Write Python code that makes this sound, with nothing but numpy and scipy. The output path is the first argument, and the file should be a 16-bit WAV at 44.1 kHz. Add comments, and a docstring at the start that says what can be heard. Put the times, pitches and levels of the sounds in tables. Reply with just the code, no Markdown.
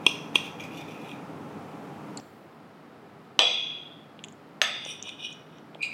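"""A steady ventilation rush in a small, live room, and a fork that jabs twice through steak and drags on glaze.
The rush drops in level, and a steel knife clinks twice on the plate, saws with ticks and scrapes, and squeaks.
Impacts are damped modes and shaped noise bursts; the plate sings as a sum of shimmering modes; scrapes are
random slips coloured by resonances; the squeak is a fluttering tone; the air is filtered noise."""
import sys
import numpy as np
from scipy import signal
from scipy.fft import rfft, irfft, next_fast_len
from scipy.io import wavfile
from scipy.ndimage import uniform_filter1d, map_coordinates

SR = 44100
rng = np.random.default_rng(int(sys.argv[2]) if len(sys.argv) > 2 else 0)


def store_wav(level_fs):
    """Save 16-bit WAV to argv[1]."""
    pcm = np.round(np.clip(np.atleast_2d(level_fs), -1, 1) * 32767)
    wavfile.write(sys.argv[1], SR, pcm.T.astype(np.int16))


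N = 261513

# All table levels are relative, except where a source adds them to the mix directly.
# Knife blows on the plate: [t/s, crack level/dB, ring level/dB, share of the free ringing time]
CLINKS = [(3.391, 12, -24.5, 0.86), (4.6158, 9.5, -32.5, 0.88)]
# Colour of the crack: [f/Hz, level/dB at the first spot, level/dB at the second spot]
CRACK_COLOUR = [(80, -48, -40), (333, -17.5, -33.5), (574, -13, -18), (1100, -8.5, -14), (1750, -17.5, 1.5),
                (2250, -16, -3.5), (2850, 0, 2), (3100, 3.5, -2.5), (3420, -21.5, 1.5), (3920, -1, -3.5),
                (4500, -18, -11), (6100, -11.5, -11), (6700, -25.5, -21), (15000, -50.5, -41.5)]
# Plate modes: [f/Hz, shimmer rate/(knots per s), free t60/s, level/dB at first spot, level/dB at second spot]
PLATE_MODES = [(500, 59, 0.53, -7.5, -28), (684, 240, 0.58, -5.5, -4), (1100, 300, 0.28, -6.5, -7.5),
               (1283, 99, 0.53, -14.5, -2), (1830, 200, 0.2, -9, -19), (2130, 300, 1.06, -15, -4.5),
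               (2475, 92, 1.24, -5.5, -9), (2770, 400, 1.66, -10, -8), (3278, 120, 2, -6, -13),
               (3380, 86, 1.7, 0.5, -9), (3540, 200, 1.76, -7.5, -1.5), (3880, 150, 1.3, -11.5, -22),
               (4805, 5, 0.74, -8, -28), (4800, 230, 1, -15, -10.5), (5640, 300, 0.93, -17, -24.5),
               (6283, 6.8, 0.87, -15, -17), (6400, 190, 0.15, -31, 5.5), (7800, 250, 0.44, -16.5, -11.5),
               (9400, 140, 0.5, -29, -20.5), (11180, 60, 0.33, -30.5, -41.5),
               (11300, 39, 0.23, -54.5, -14.5)]
# Strokes of the knife: [crest t/s, length/s, level/dB, hiss of the teeth/dB, ring of the blade/dB]
SAW_STROKES = [(4.9, 0.15, -39, -12.5, -10), (5.083, 0.12, -39.5, -23, -16), (5.245, 0.12, -36, -28, -14.5),
               (5.32, 0.068, -46, -21, -12), (5.542, .25, -63, -27, -10)]
# Colour of the edge scraping on the plate: [f/Hz, level/dB]
SAW_COLOUR = [(1500, -33), (2200, -38), (2450, 6.5), (2700, -11), (2950, 8), (3170, -3), (3350, 0.5),
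              (3720, 0.5), (4100, -26), (5000, -29), (5900, -18), (6300, -27), (6900, -45), (10000, -48.5)]
# Colour of the hissing teeth: [f/Hz, level/dB]
TEETH_COLOUR = [(6000, -17), (7700, -11), (9200, -0.5), (9800, -13), (11500, -32), (12800, -25),
                (14000, -22), (15500, -37)]
# Colour of the ringing blade: [f/Hz, level/dB]
BLADE_COLOUR = [(4000, -47), (5150, -19), (5500, -1.5), (5850, 2), (6300, -20), (8000, -44.5)]
# Small ticks of steel in the meat and on the glaze: [t/s, level/dB, f/Hz, plate level relative to steel/dB]
TICKS = [(2.1725, -14.5, 7500, -28), (2.1735, -15.5, 4410, -20), (2.191, -35, 7000, -13),
         (2.1985, -28, 5440, -7), (4.191, -50.5, 5000, 27.5), (4.239, -20.5, 7000, 7),
         (4.2449, -23, 7200, -1), (4.284, -27.5, 6770, -1.5), (4.324, -33, 7200, -11),
         (4.85, -19.5, 6330, -1), (5.0256, -11, 6300, -24), (5.091, -27, 6940, 14),
         (5.327, -27.5, 6700, -3), (5.584, -38, 5900, 5), (5.747, -45, 7500, 22.5)]
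# Resonance of the ticking steel: [f relative to the pitch of the tick, level/dB]
TICK_STEEL = [(1 / 4, -40), (0.82, -26), (0.87, -9), (1, 0), (1.096, -8), (1.43, -32), (1.7, -50)]
# Colour of the plate under a tick: [f/Hz, level/dB]
TICK_PLATE = [(200, -30), (1700, -17), (2600, 3), (3400, 5), (4600, -18), (12000, -57)]
# Soft bumps of the cutlery: [t/s, level/dB, f/Hz]
BUMPS = [(4.862, -29.5, 597), (5.073, -39.5, 890), (5.754, -30.5, 647)]
# Grabs of the squeaking steel: [crest t/s, length/s, level/dB]
SQUEAK_GRABS = [(5.831, 0.046, -21), (5.869, 0.021, -27), (5.921, .026, -28.5)]
# Colour of the rasp over the squeak: [f/Hz, level/dB]
SQUEAK_COLOUR = [(2000, -30), (2800, 4.5), (3100, -12), (3650, -15.5), (3950, 3.5), (4450, -11), (4750, -1),
                 (5200, -29), (6000, -25), (7500, -16), (8600, -18), (9700, -27), (10300, -34),
                 (15000, -46)]
# Fork jabs, two strong and the rest faint: [t/s, thud level/dB, prong ring level/dB]
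JABS = [(0.0644, -6.5, -7.5), (0.3552, -9, -15), (0.597, -39.5, -52), (.999, -60, -46), (1.091, -43, -43),
        (1.114, -39.5, -60)]
# Modes of the plate under the tines, damped by the meat: [f/Hz, level/dB, time to the crest/s]
THUD_MODES = [(370, -13, 0.002), (1034, -12, 0.0019), (1195, -25, 0.0022), (2482, -4.5, 0.0027),
              (2744, -3.5, 0.0028), (3285, 0, 0.002), (3740, -15.5, 0.0024), (8630, -16, 0.0009),
              (13000, -33.5, .0006)]
# Modes of the prongs, which ring on bare glaze: [f/Hz, level/dB, time to the crest/s]
PRONG_MODES = [(4130, -25.5, 0.0022), (5220, -16.5, 0.00083), (5700, -19, 0.00215), (6270, -21.5, 0.002023)]
# Colour of the snap of the tines: [f/Hz, level/dB]
SNAP_COLOUR = [(100, -41), (1500, -7.5), (5500, -7.5), (9000, 2.5), (16000, -16.5)]
# Pushes of the fork over the glaze: [crest t/s, length/s, level/dB]
FORK_PUSHES = [(0.065, 0.024, -39.5), (0.165, 0.48, -54), (0.363, 0.038, -32.5), (0.468, 0.09, -42),
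               (0.611, 0.03, -42.5), (.645, 0.096, -42.5), (0.784, 0.17, -44), (0.929, 0.12, -46),
               (1.088, 0.24, -47.5)]
# Colour of the tines scraping on the glaze: [f/Hz, level/dB]
FORK_COLOUR = [(1500, -29), (2100, -14.5), (2450, 0), (2750, -5.5), (3000, -14), (3450, -7), (4200, -26),
               (4850, -25), (5200, -26.5), (5800, -21), (8600, -34), (10000, -27), (11500, -38.5),
               (14200, -29), (15500, -42.5)]
# Decay of the room: [f/Hz, t60/s]
ROOM_DECAY = [(200, 0.62), (700, 0.81), (3000, 0.45), (6000, 0.55), (10000, 0.29), (15000, 0.53)]
# Spectral density of the room air before the drop: [f/Hz, level/dB per Hz]
AIR_LOUD = [(15, -68.5), (25, -46), (59, -47), (84, -32), (145, 0.5), (256, -5), (285, 2.5), (354, -9),
            (416, -5.5), (641, -9.5), (818, -7), (1610, -20), (2410, -23), (4250, -34), (16000, -47.5)]
# Spectral density of the room air after the drop: [f/Hz, level/dB per Hz]
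AIR_SOFT = [(15, -63.5), (25, -41), (70, -38), (84, -19), (141, -1.5), (195, -2.5), (285, -3.5), (489, -5),
            (591, -7.5), (714, -6), (936, -10), (1290, -12), (5280, -32), (6050, -37.5), (16000, -43.5)]
# Bands of the fan drone: [f/Hz, half-width at half amplitude/Hz, band level/dB]
FAN_BANDS = [(99.9, 5.8, -6.5), (136, 6.1, -12.5), (159.4, 1.6, 1), (219, 22, 3), (267, 18, -7),
             (299.3, 15, -0.5), (410, 14, -2), (703, 14.8, -14.5), (810, 43, -6), (1291, 106, -2)]
# Colour of the thin hiss after the drop: [f/Hz, level/dB]
HISS_COLOUR = [(300, -30), (2500, -1.5), (7000, 0.5), (16000, 7)]

REBOUND_S, REBOUND_DB = 0.0087, -15.5  # mean delay and relative level of the second touch after a tick
SQUEAK_HZ, SQUEAK_PULL_HZ = 2416, 44.3  # mode it locks on to and rise at the hardest grab, before jitter
RASP_FROM_S, RASP_ATTACK_S, RASP_HOLD_S = 5.822, 0.0033, 0.021  # the edge breaks loose; hold includes attack
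RASP_DB, RASP_FALL_DB_PER_S = -36.5, 450
QUIET_FROM_S = 2.202  # the rush drops in level here
TOP_HZ = 16200  # upper band limit


def knife_clinks(damped_s=0.27):
    """Modal excitation: a hard crack sets the plate singing, and the spot struck weights its modes."""
    cracks, rings = np.zeros(N), np.zeros(N)
    t = np.arange(SR) / SR
    pressing = amp(-(t / damped_s) ** 3)  # the cutlery bears down: 1 dB extra loss at damped_s
    onset = 1 - np.exp(-t / 0.0006)
    for spot, (s, crack_db, ring_db, hold) in enumerate(CLINKS):
        colour = [(hz, levels[spot]) for hz, *levels in CRACK_COLOUR]
        add(cracks, s, amp(crack_db) * crack(colour, contact_s=0.0008))
        ring = 0
        for hz, rate, t60, *levels in PLATE_MODES:
            decay = amp(levels[spot] - 60 * t / (t60 * hold))
            ring = ring + decay * shimmer(hz, rate, t)
        add(rings, s, amp(ring_db) * ring * pressing * onset)
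    return in_room(cracks, wet_db=-6.0) + rings


def knife_saw():
    """Sliding friction: each stroke excites the plate, the ringing blade and its hissing teeth."""
    rasp = friction(SAW_COLOUR, slips_per_s=4300)
    teeth = friction(TEETH_COLOUR, slips_per_s=2940)
    blade = friction(BLADE_COLOUR, slips_per_s=2100, shift_db=4.5)
    strokes = np.zeros(N)
    for s, length, db, teeth_db, blade_db in SAW_STROKES:
        force = amp(db) * swell(s, length, rise_share=0.55, shape=1.46)
        strokes += force * (rasp + amp(teeth_db) * teeth + amp(blade_db) * blade)
    unevenness = amp(1.74 * wobble(60))
    return in_room(unevenness * strokes, wet_db=-5.5)


def ticks():
    """Release and rebound: the blade catches, lets go and touches again; steel and plate answer, with some bumps."""
    out = np.zeros(N)
    for s, db, hz, plate_db in TICKS:
        steel_colour = [(hz * ratio, level) for ratio, level in TICK_STEEL]
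        rebound_s = REBOUND_S * (1 + 0.2 * rng.uniform(-1, 1))
        for delay_s, loss_db in [(0, 0), (rebound_s, REBOUND_DB)]:
            steel = crack(steel_colour, contact_s=0.000572)
            plate = crack(TICK_PLATE, contact_s=0.00081)
            add(out, s + delay_s, amp(db + loss_db) * (steel + amp(plate_db) * plate))
    for s, db, hz in BUMPS:
        add(out, s, amp(db) * ping(hz, crest_s=0.00094))
    return in_room(out, wet_db=-16.5)


def squeak():
    """Stick-slip locking: friction holds to one plate mode, sharper under more force, with a rasp on top."""
    grip = sum(amp(db) * swell(s, length, rise_share=0.5, shape=1.23) for s, length, db in SQUEAK_GRABS)
    pitch_hz = SQUEAK_HZ + SQUEAK_PULL_HZ * grip / grip.max()
    jitter = 1 + 0.0205 * wobble(400)
    phase = 2 * np.pi * np.cumsum(pitch_hz * jitter) / SR
    flutter = unit(1 + 1.1 * np.tanh(wobble(350)))
    tone = grip * flutter * (np.sin(phase) + amp(-28) * np.sin(2 * phase))
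    t = np.arange(N) / SR - RASP_FROM_S
    attack = np.clip(t / RASP_ATTACK_S, 0, 1)
    skid = attack * amp(RASP_DB - RASP_FALL_DB_PER_S * np.maximum(t - RASP_HOLD_S, 0))
    rasp = skid * friction(SQUEAK_COLOUR, slips_per_s=2400, shift_db=2.5)
    return in_room(tone + rasp, wet_db=-4.5)


def fork_jabs():
    """Damped impact: the tines break through the meat and stop dead, so plate and prongs ring only briefly."""
    thuds, snaps = np.zeros(N), np.zeros(N)
    for s, db, prong_db in JABS:
        add(thuds, s, amp(db) * struck(THUD_MODES))
        add(snaps, s, amp(prong_db) * struck(PRONG_MODES))
        add(snaps, s, amp(db - 5.5) * crack(SNAP_COLOUR, contact_s=0.00071))
    return in_room(thuds, wet_db=-11.5) + in_room(snaps, wet_db=-4.5)


def fork_drag():
    """Sliding friction: the tines skid over the glaze in short, gritty pushes."""
    force = sum(amp(db) * swell(s, length, rise_share=0.61, shape=1.7) for s, length, db in FORK_PUSHES)
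    grit = amp(1.513 * wobble(90))
    return in_room(force * grit * friction(FORK_COLOUR, slips_per_s=2400, shift_db=4.5), wet_db=-4.5)


def air(spectrum, rush_db, drone_db):
    """Flow noise: ventilation makes a broad rush, and a fan adds narrow, wavering resonance bands."""
    def fan_response(f):
        return sum(amp(db) / np.sqrt(width) / (1 + ((f - hz) / width) ** 2) for hz, width, db in FAN_BANDS)

    drone = unit(filtered(rng.standard_normal(N), fan_response))
    rush = coloured(rng.standard_normal(N), spectrum)
    return amp(rush_db) * rush + amp(drone_db) * drone


def settling_hiss(hiss_db=-69, fade_s=0.31):
    """Gaussian decay: a thin hiss is present from the drop of the rush and fades away."""
    after = np.arange(N) / SR - QUIET_FROM_S
    fade = (after > 0) * np.exp(-(after / fade_s) ** 2)
    return amp(hiss_db) * fade * coloured(rng.standard_normal(N), HISS_COLOUR)


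def in_room(x, wet_db, wall_s=0.026, wall_db=-14):
    """Reverberation: direct sound, one wall's echo and noise decaying at a rate set by frequency."""
    hz, t, z = signal.stft(rng.standard_normal(SR), SR, nperseg=256)
    decay = amp(-60 * t / along(ROOM_DECAY, hz)[:, None])
    tail = signal.istft(z * decay, SR, nperseg=256)[1]
    tail = np.pad(tail / np.linalg.norm(tail), (SR // 300, 0))  # the room's answer starts after 1/300 s
    tail[round(wall_s * SR)] += amp(wall_db)
    return x + amp(wet_db) * signal.fftconvolve(x, tail)[:N]


def friction(spectrum, slips_per_s, shift_db=0.5):
    """Random slip: tiny uneven slips ring steel and plate; resonances shift as the contact point moves."""
    slips = rng.standard_normal(N) * (rng.random(N) < slips_per_s / SR)
    z = signal.stft(slips, nperseg=512)[2]
    field = uniform_filter1d(rng.standard_normal(z.shape), size=3, axis=0)  # smooth over frequency
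    field = uniform_filter1d(field, size=8, axis=1)  # smooth over time
    shifting = signal.istft(z * amp(shift_db * unit(field)), nperseg=512)[1][:N]
    return coloured(shifting, [(100, -75.5)] + list(spectrum))


def swell(crest_s, length_s, rise_share, shape):
    """Force envelope: a push of the hand rises to 1 and lets go; its length is counted 20 dB down."""
    t = np.arange(N) / SR - crest_s
    away = np.abs(t) / (length_s * np.where(t < 0, rise_share, 1 - rise_share))
    return amp(-20 * away ** shape)


def crack(spectrum, contact_s, size=2048):
    """Chattering contact: a short noise burst passes a causal, minimum-phase colour, at energy 1."""
    u = np.arange(size) / SR / contact_s
    burst = rfft(rng.standard_normal(size) * u * np.exp(-u))
    chatter = irfft(burst / np.abs(burst))[:size // 4]  # magnitudes flattened, then cut short
    cepstrum = irfft(np.log(amp(along(spectrum, np.fft.rfftfreq(size, 1 / SR)))))
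    colour = np.exp(rfft(2 * cepstrum[:size // 2], size))  # folded cepstrum gives minimum phase
    blow = irfft(rfft(chatter, size) * colour)
    return blow / np.linalg.norm(blow)


def shimmer(hz, rate, t, flutter_db=-8):
    """Narrow-band beating: the strength and phase of a mode wander and flutter."""
    def wander(knots_per_s):
        return wobble(knots_per_s, size=len(t)) + 1j * wobble(knots_per_s, size=len(t))

    sway = wander(rate) + amp(flutter_db) * wander(3.5 * rate)
    return unit(np.real(sway * np.exp(2j * np.pi * hz * t)))


def ping(hz, crest_s):
    """Heavy damping: the envelope of a mode swells to 1 at the crest and soon dies."""
    t = np.arange(SR // 20) / SR
    envelope = (t / crest_s * np.exp(1 - t / crest_s)) ** 2
    return envelope * np.sin(2 * np.pi * hz * t)


def struck(modes):
    """Superposition: an impact sounds as the sum of its damped modes."""
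    return sum(amp(db) * ping(hz, crest_s) for hz, db, crest_s in modes)


def wobble(rate, size=N):
    """Band-limited randomness: a smooth curve through random knots, rate of them per second."""
    knots = rng.standard_normal(int(size * rate / SR) + 4)
    return map_coordinates(knots, [np.arange(size) * rate / SR])


def filtered(x, response):
    """Linear filtering: the spectrum of x times a response of frequency."""
    m = next_fast_len(N + SR // 2)
    return irfft(rfft(x, m) * response(np.fft.rfftfreq(m, 1 / SR)), m)[:N]


def coloured(x, spectrum):
    """Spectral shaping: x takes on an f/Hz, level/dB colour, at rms 1."""
    return unit(filtered(x, lambda hz: amp(along(spectrum, hz))))


def along(points, hz):
    """Logarithmic interpolation: points are joined by straight lines on a log frequency axis."""
    f, v = np.transpose(points)
    return np.interp(np.log(hz + 1), np.log(f + 1), v)


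def amp(db):
    """Level law: decibels to amplitude gain."""
    return 10 ** (np.asarray(db) / 20)


def unit(x):
    """Normalisation: scale to rms 1."""
    return x / np.sqrt(np.mean(x ** 2) + 1e-20)


def add(track, s, sound):
    """Superposition: mix a sound into the track at time s, in seconds."""
    part = track[round(s * SR):][:len(sound)]
    part += sound[:len(part)]


def scene():
    """Superposition: knife and fork sound over the room's air, which drops in level once."""
    knife = knife_clinks() + knife_saw() + ticks() + squeak()
    fork = fork_jabs() + fork_drag()
    early = np.arange(N) / SR < QUIET_FROM_S
    loud = air(AIR_LOUD, rush_db=-42, drone_db=-47.5)
    soft = air(AIR_SOFT, rush_db=-51, drone_db=-56)
    background = np.where(early, loud, soft) + settling_hiss()
    return (knife + fork + background)[None]


def record(dry):
    """Saturation and band limiting: peaks clip at full scale, then all above TOP_HZ is removed."""
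    clipped = np.clip(dry[0], -1, 1)
    return filtered(clipped, lambda hz: hz < TOP_HZ)[None]


dry = scene()
out = record(dry)
store_wav(out)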